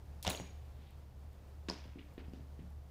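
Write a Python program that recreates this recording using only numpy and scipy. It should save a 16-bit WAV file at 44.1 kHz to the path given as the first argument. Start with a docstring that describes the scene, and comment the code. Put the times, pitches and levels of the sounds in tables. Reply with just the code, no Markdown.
"""A backyard hockey drill. A puck flies into the net close by and clacks on the steel frame; later, far off,
a stick taps pucks on a plastic pad. A motor hums low, stronger than the soft noise of the air, and fences and
walls echo the hits.
Clacks, knocks and the net's push are quickly dying sine waves; whipping cords, scuffs and the long noisy tails
of hits are grainy noise. The frame is a set of ringing, beating pairs of tones. Ticks, slide and air are filtered
noise; the hum is made of wavering low tones. The echo is scattered noise that dies away band by band."""
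import sys
import numpy as np
from scipy import signal
from scipy.fft import rfft, irfft
from scipy.io import wavfile

SR = 44100
rng = np.random.default_rng(int(sys.argv[2]) if len(sys.argv) > 2 else 0)


def volts_from_decibels(level):
    """Turn decibel levels (scalar or array-like) into linear amplitude factors."""
    exponent = np.asarray(level, float) / 20
    return 10 ** exponent


def master(y):
    """Save y as 16-bit WAV."""
    cut = np.clip(np.atleast_2d(y).T, -1, 1)
    pcm = np.round(cut * 32767)  # scale
    wavfile.write(sys.argv[1], SR, pcm.astype(np.int16))


N = 127890  # length in samples, 2.9 s


def rms_one(x):
    """Scale a sound so that its average strength (rms) is 1."""
    return x / np.sqrt(np.mean(x ** 2) + 1e-20)


def band(x, low_hz, high_hz):
    """Keep what lies between two pitches, with a Butterworth filter; the upper edge stops near 20 kHz."""
    sos = signal.butter(3, [low_hz, min(high_hz, SR / 2.2)], "band", fs=SR, output="sos")
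    return signal.sosfilt(sos, x)


def dying(t60, size):
    """A level curve that falls by 60 dB in t60 seconds."""
    return volts_from_decibels(-60 * np.arange(size) / (t60 * SR))


def add(out, start_s, x):
    """Mix x into out from the given time on."""
    i = int(start_s * SR)
    out[i:i + len(x)] += x[:len(out) - i]


def drift(rate_hz):
    """A randomly wandering curve with rms 1: noise smoothed so that little faster than rate_hz remains."""
    r = np.exp(-2 * np.pi * rate_hz / SR)
    noise = rng.standard_normal(N + SR)
    smooth = signal.lfilter([1], [1, -2 * r, r * r], noise)
    return rms_one(smooth[SR:])  # the first second only settles the filter


def blows(rows, rise_cycles, rough):
    """Each blow is one quickly damped resonance with a short rise; its phase jitters, which widens its pitch."""
    out = np.zeros(N)
    t = np.arange(SR // 5) / SR
    for start_s, peak_db, hz, t60 in rows:
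        jitter = rough * np.cumsum(rng.standard_normal(len(t))) * np.sqrt(hz / SR)
        rise = (1 - np.exp(-t * hz / rise_cycles)) ** 2
        x = np.sin(2 * np.pi * hz * t + jitter) * dying(t60, len(t)) * rise
        # a low-pass above the pitch softens the jitter's hiss
        soften = signal.butter(2, min(hz * 1.77, SR / 2.2), fs=SR, output="sos")
        x = signal.sosfilt(soften, x)
        add(out, start_s, volts_from_decibels(peak_db) * x / np.abs(x).max())
    return out


def clacks():
    """Hard clacks of puck and stick: bright resonances that die within milliseconds."""
    # one row per clack: start t/s, peak level/dB, pitch f/Hz, time to fall 60 dB t/s
    clack_rows = [(.2272, -51, 6630, 0.0022), (.2486, -53, 3550, .005), (.2608, -43, 3000, 0.0046),
                  (.2672, -30.5, 2940, 0.0057), (.2674, -31, 3850, 0.013), (.2665, -36, 7100, 0.0029),
                  (.2768, -30, 2770, .01), (.2770, -32.5, 3710, 0.0066), (.2768, -26.5, 6060, 0.003),
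                  (.2895, -42, 6800, 0.0092), (.2897, -35, 3370, 0.0057), (.3015, -37, 4200, 0.019),
                  (.3062, -38, 2550, 0.012), (.3155, -37, 3830, 0.016), (.3488, -34.5, 3020, .004),
                  (.3742, -38, 4100, 0.0048), (.3985, -43, 2060, .004), (1.6856, -35, 1780, 0.0013),
                  (1.6856, -36.5, 3900, 0.0022), (1.6895, -57, 5470, 0.0041), (1.6985, -27, 4910, 0.0077),
                  (1.699, -61, 8000, 0.0046), (1.7105, -38, 5070, 0.0032), (1.9855, -53, 2250, 0.0077),
                  (1.9925, -50.5, 2810, 0.011), (2.0265, -58, 2400, .006), (2.0394, -65, 2510, .007),
                  (2.1131, -61.5, 2350, .007), (2.1786, -53, 1960, 0.0059), (2.1925, -62, 4580, 0.0063),
                  (2.205, -54, 2140, 0.0064), (2.282, -68, 4960, .01), (2.296, -65, 4900, .01),
                  (2.3345, -57.5, 2540, 0.0042), (2.3345, -63, 4850, .012), (2.3478, -70, 4400, 0.005),
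                  (2.396, -69, 3000, .005), (2.5896, -72, 1700, 0.0047)]
    return blows(clack_rows, rise_cycles=1.35, rough=0.49)


def knocks():
    """Dull knocks: lower resonances that start almost at once."""
    # one row per knock: start t/s, peak level/dB, pitch f/Hz, time to fall 60 dB t/s
    knock_rows = [(.249, -35, 1016, 0.029), (.261, -39, 685, .02), (.268, -33.5, 700, 0.011),
                  (.2775, -26.5, 745, 0.02), (.276, -29.5, 198, 0.028), (.300, -52, 790, .03),
                  (.308, -37.5, 292, 0.034), (.324, -39, 646, 0.023), (.349, -38.5, 560, 0.012),
                  (.3993, -32, 630, 0.0056), (.406, -40, 293, 0.014), (.415, -38.5, 167, 0.027),
                  (.79, -49, 230, 0.02), (1.6855, -34, 320, 0.034), (1.688, -38.5, 194, 0.042),
                  (1.6995, -36.5, 946, 0.021), (1.700, -32.5, 306, 0.0085), (1.7105, -34.5, 826, 0.0067),
                  (1.855, -44, 288, 0.013), (1.9575, -40.5, 272, 0.024), (1.972, -45.5, 256, 0.033),
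                  (1.9855, -48.5, 296, 0.084), (2.179, -36, 285, 0.014), (2.282, -40.5, 238, 0.016),
                  (2.335, -37.5, 250, 0.017), (2.396, -47, 350, 0.021), (2.408, -46, 283, 0.014),
                  (2.591, -41, 260, 0.016), (2.603, -42.5, 170, 0.074), (2.622, -50, 170, 0.041),
                  (2.642, -48.5, 166, 0.13)]
    return blows(knock_rows, rise_cycles=0.02, rough=0.65)


def net_push():
    """The net takes the puck: one low, short resonance."""
    # the push: start t/s, peak level/dB, pitch f/Hz, time to fall 60 dB t/s
    push_rows = [(.268, -29, 88, 0.052)]
    return blows(push_rows, rise_cycles=0.45, rough=0.14)


def whips_and_tails():
    """Cords whip in the net, later sticks scuff the pad; some noisy, grainy bursts are the long tails of hits."""
    # one row per burst: start t/s, rms level before it dies away level/dB,
    # low edge f/Hz, high edge f/Hz, time to fall 60 dB t/s
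    burst_rows = [(0.227, -46.5, 2310, 15700, 0.074), (0.2277, -51, 2500, 9500, 0.17),
                  (.249, -48, 500, 4550, 0.13), (.262, -41, 293, 4550, 0.34),
                  (0.267, -48, 3000, 14000, 0.025), (0.277, -42, 6000, 14600, 0.013),
                  (0.2969, -41, 8100, 10800, 0.071), (0.2955, -43, 14800, 16500, 0.12),
                  (0.297, -44.5, 3000, 12300, 0.17), (.29, -45, 280, 1200, 0.35),
                  (1.6857, -45.5, 500, 5300, 0.14), (1.70, -57.5, 3300, 6130, 0.59),
                  (1.70, -59, 680, 3000, 1), (.32, -56, 1460, 5000, 0.68), (1.701, -67, 6000, 11900, 0.21),
                  (1.986, -63.5, 1450, 3480, .3), (2.179, -58.5, 404, 3240, 0.32),
                  (2.335, -68, 500, 5270, 0.41), (2.591, -69, 500, 3000, 0.26)]
    grain_db, grain_rate_hz = 3, 200
    out = np.zeros(N)
    grain = volts_from_decibels(grain_db * drift(grain_rate_hz))
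    size = SR // 2
    for start_s, db, low_hz, high_hz, t60 in burst_rows:
        noise = rms_one(band(rng.standard_normal(size), low_hz, high_hz))
        add(out, start_s, volts_from_decibels(db) * noise * dying(t60, size))
    return out * rms_one(grain)


def frame():
    """The steel rings: each blow strikes every mode, a beating pair blurred by loose joints, at a chance strength."""
    # ways the steel rings: pitch f/Hz, level relative to the blow level/dB, time to fall 60 dB t/s
    frame_modes = [(2360, -5, .45), (3951, -6, .2), (4425, -6, .2), (5800, -6, .4), (6616, 0, .45),
                   (6750, -2, .3), (7483, -8, .15), (7876, -8, .15), (8600, -3, .08), (9292, -8, .1),
                   (10500, -6, .08), (11610, -9, .1), (12600, -10, .1)]
    # blows on the frame: start t/s, level before the mode's own level and chance level/dB
    frame_hits = [(.297, -54), (.311, -60), (.354, -58), (.394, -63.5)]
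    blur_hz, pair_ratio, chance_db = 40, 1.005, 1.5
    out = np.zeros(N)
    t = np.arange(SR // 2) / SR
    for start_s, db in frame_hits:
        for hz, mode_db, t60 in frame_modes:
            chance, phase_a, phase_b = rng.standard_normal(3)
            blur = np.cumsum(rng.standard_normal(len(t))) * np.sqrt(2 * np.pi * blur_hz / SR)
            first = np.sin(2 * np.pi * hz * t + np.pi * phase_a + blur)
            second = 0.94 * np.sin(2 * np.pi * hz * pair_ratio * t + np.pi * phase_b + blur)
            level = volts_from_decibels(db + mode_db + chance_db * chance)
            add(out, start_s, level * (first + second) * dying(t60, len(t)))
    return out


def yard(x):
    """Fences and walls send back scattered echoes: clumpy noise in bands, each dying at its own pace."""
    # one row per band: low edge f/Hz, high edge f/Hz, level before scaling by length level/dB,
    # time to fall 60 dB t/s
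    yard_bands = [(155, 483, -4.5, 0.34), (500, 1370, -8, 0.47), (1380, 3500, -12.5, 0.71),
                  (3000, 7800, -16.5, 0.42), (6000, 28000, -14, 0.52)]
    delay_s, clump_db, clump_rate_hz = .008, 3.4, 140
    size = SR // 2 + SR // 4
    clumps = volts_from_decibels(clump_db * drift(clump_rate_hz)[:size])
    echo = np.zeros(size)
    for low_hz, high_hz, db, t60 in yard_bands:
        scatter = band(clumps * rng.standard_normal(size), low_hz, high_hz)
        # longer tails are turned down so that their energy does not grow with length
        add(echo, delay_s, volts_from_decibels(db) * scatter * dying(t60, size) / np.sqrt(t60 * SR / 14))
    return signal.fftconvolve(x, echo)[:N]


def ticks():
    """Faint high ticks nearby: tiny snaps of bright noise."""
    # one row per tick: start t/s, rms level before it dies away level/dB
    tick_rows = [(0.907, -62), (1.2386, -72), (1.3304, -66), (1.8387, -69), (2.1385, -66), (2.3353, -63),
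                 (2.7038, -66)]
    low_hz, high_hz, t60, size = 9000, 20000, 0.012, 2000
    out = np.zeros(N)
    for start_s, db in tick_rows:
        noise = rms_one(band(rng.standard_normal(size), low_hz, high_hz))
        add(out, start_s, volts_from_decibels(db) * noise * dying(t60, size))
    return out


def slide():
    """Something slides over the pad: a soft, slightly uneven swell of hiss in the middle pitches."""
    # points of the swell: time t/s, rms level level/dB
    slide_points = [(.6, -99), (.72, -83), (.83, -73.5), (.92, -73), (.99, -86), (1.15, -102)]
    s, db = np.transpose(slide_points)
    swell_db = np.interp(np.arange(N) / SR, s, db, -130, -130)
    level = volts_from_decibels(swell_db + 0.89 * drift(30))
    return level * rms_one(band(rng.standard_normal(N), 1910, 4200))


def hum():
    """The motor: each low line is a steady tone plus narrow noise around it, so it wavers."""
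    # one row per line: pitch f/Hz, rms level level/dB, width of the noise f/Hz, steady share of the power (0-1)
    hum_lines = [(35.6, -66.5, 2.2, 1), (72.47, -52, 5.8, 0.84), (59.3, -65, 4.2, 0.5),
                 (118.7, -64.5, 12, 0.1), (145.2, -75, 9.3, 0.3)]
    out = 0
    t = np.arange(N) / SR
    for hz, db, width_hz, steady in hum_lines:
        steady = np.clip(steady, 0, 1)
        wobble = np.sqrt((1 - steady) / 2) * (drift(width_hz) + 1j * drift(width_hz))
        turning = np.exp(2j * np.pi * (hz * t + rng.random()))
        line = np.real((np.sqrt(steady) + wobble) * turning)
        out = out + volts_from_decibels(db) * np.sqrt(2) * line
    return out


def air():
    """Distant traffic, breeze and microphone hiss: noise shaped to a curve, its level drifting slowly."""
    # tone colour of the air: pitch f/Hz, relative level per Hz level/dB
    air_curve = [(12, -36), (25, -25.5), (45, -14.5), (70, -15.5), (100, -14), (160, -19), (250, -27.5),
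                 (470, -28.5), (800, -31), (1300, -39), (2300, -44.5), (5000, -49), (8000, -53.5),
                 (12000, -55), (16000, -51)]
    level_db, drift_db, drift_rate_hz = -59.5, 0.8, 3.6
    hz, db = np.transpose(air_curve)
    f = np.arange(N // 2 + 1) * SR / N + 1e-3  # the small offset avoids log(0)
    shape = volts_from_decibels(np.interp(np.log(f), np.log(hz), db))
    noise = irfft(rfft(rng.standard_normal(N)) * shape, N)
    return volts_from_decibels(level_db + drift_db * drift(drift_rate_hz)) * rms_one(noise)


def scene():
    """All sources added into one channel; only the hits are sent to the yard's echo."""
    hits = clacks() - knocks() - net_push() + whips_and_tails() + frame()
    # the net is near, so the echo of the first second is 1 dB weaker
    in_net = np.arange(N) < 1.0 * SR
    sent = hits * np.where(in_net, volts_from_decibels(-1), 1)
    mix = hits + yard(sent) + ticks() + slide() + hum() + air()
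    return mix[None]


def low_pass(x):
    """Removes everything above the highest recorded frequency."""
    return signal.sosfilt(signal.butter(12, 16020, fs=SR, output="sos"), x)


def record(dry):
    """A steep low-pass filter cuts off the very top of the treble."""
    top_cut = signal.cheby2(12, 60, 16330, fs=SR, output="sos")  # 60 dB down from 16330 Hz up
    finished = signal.sosfilt(top_cut, dry)
    return low_pass(finished)


dry = scene()
out = record(dry)
master(out)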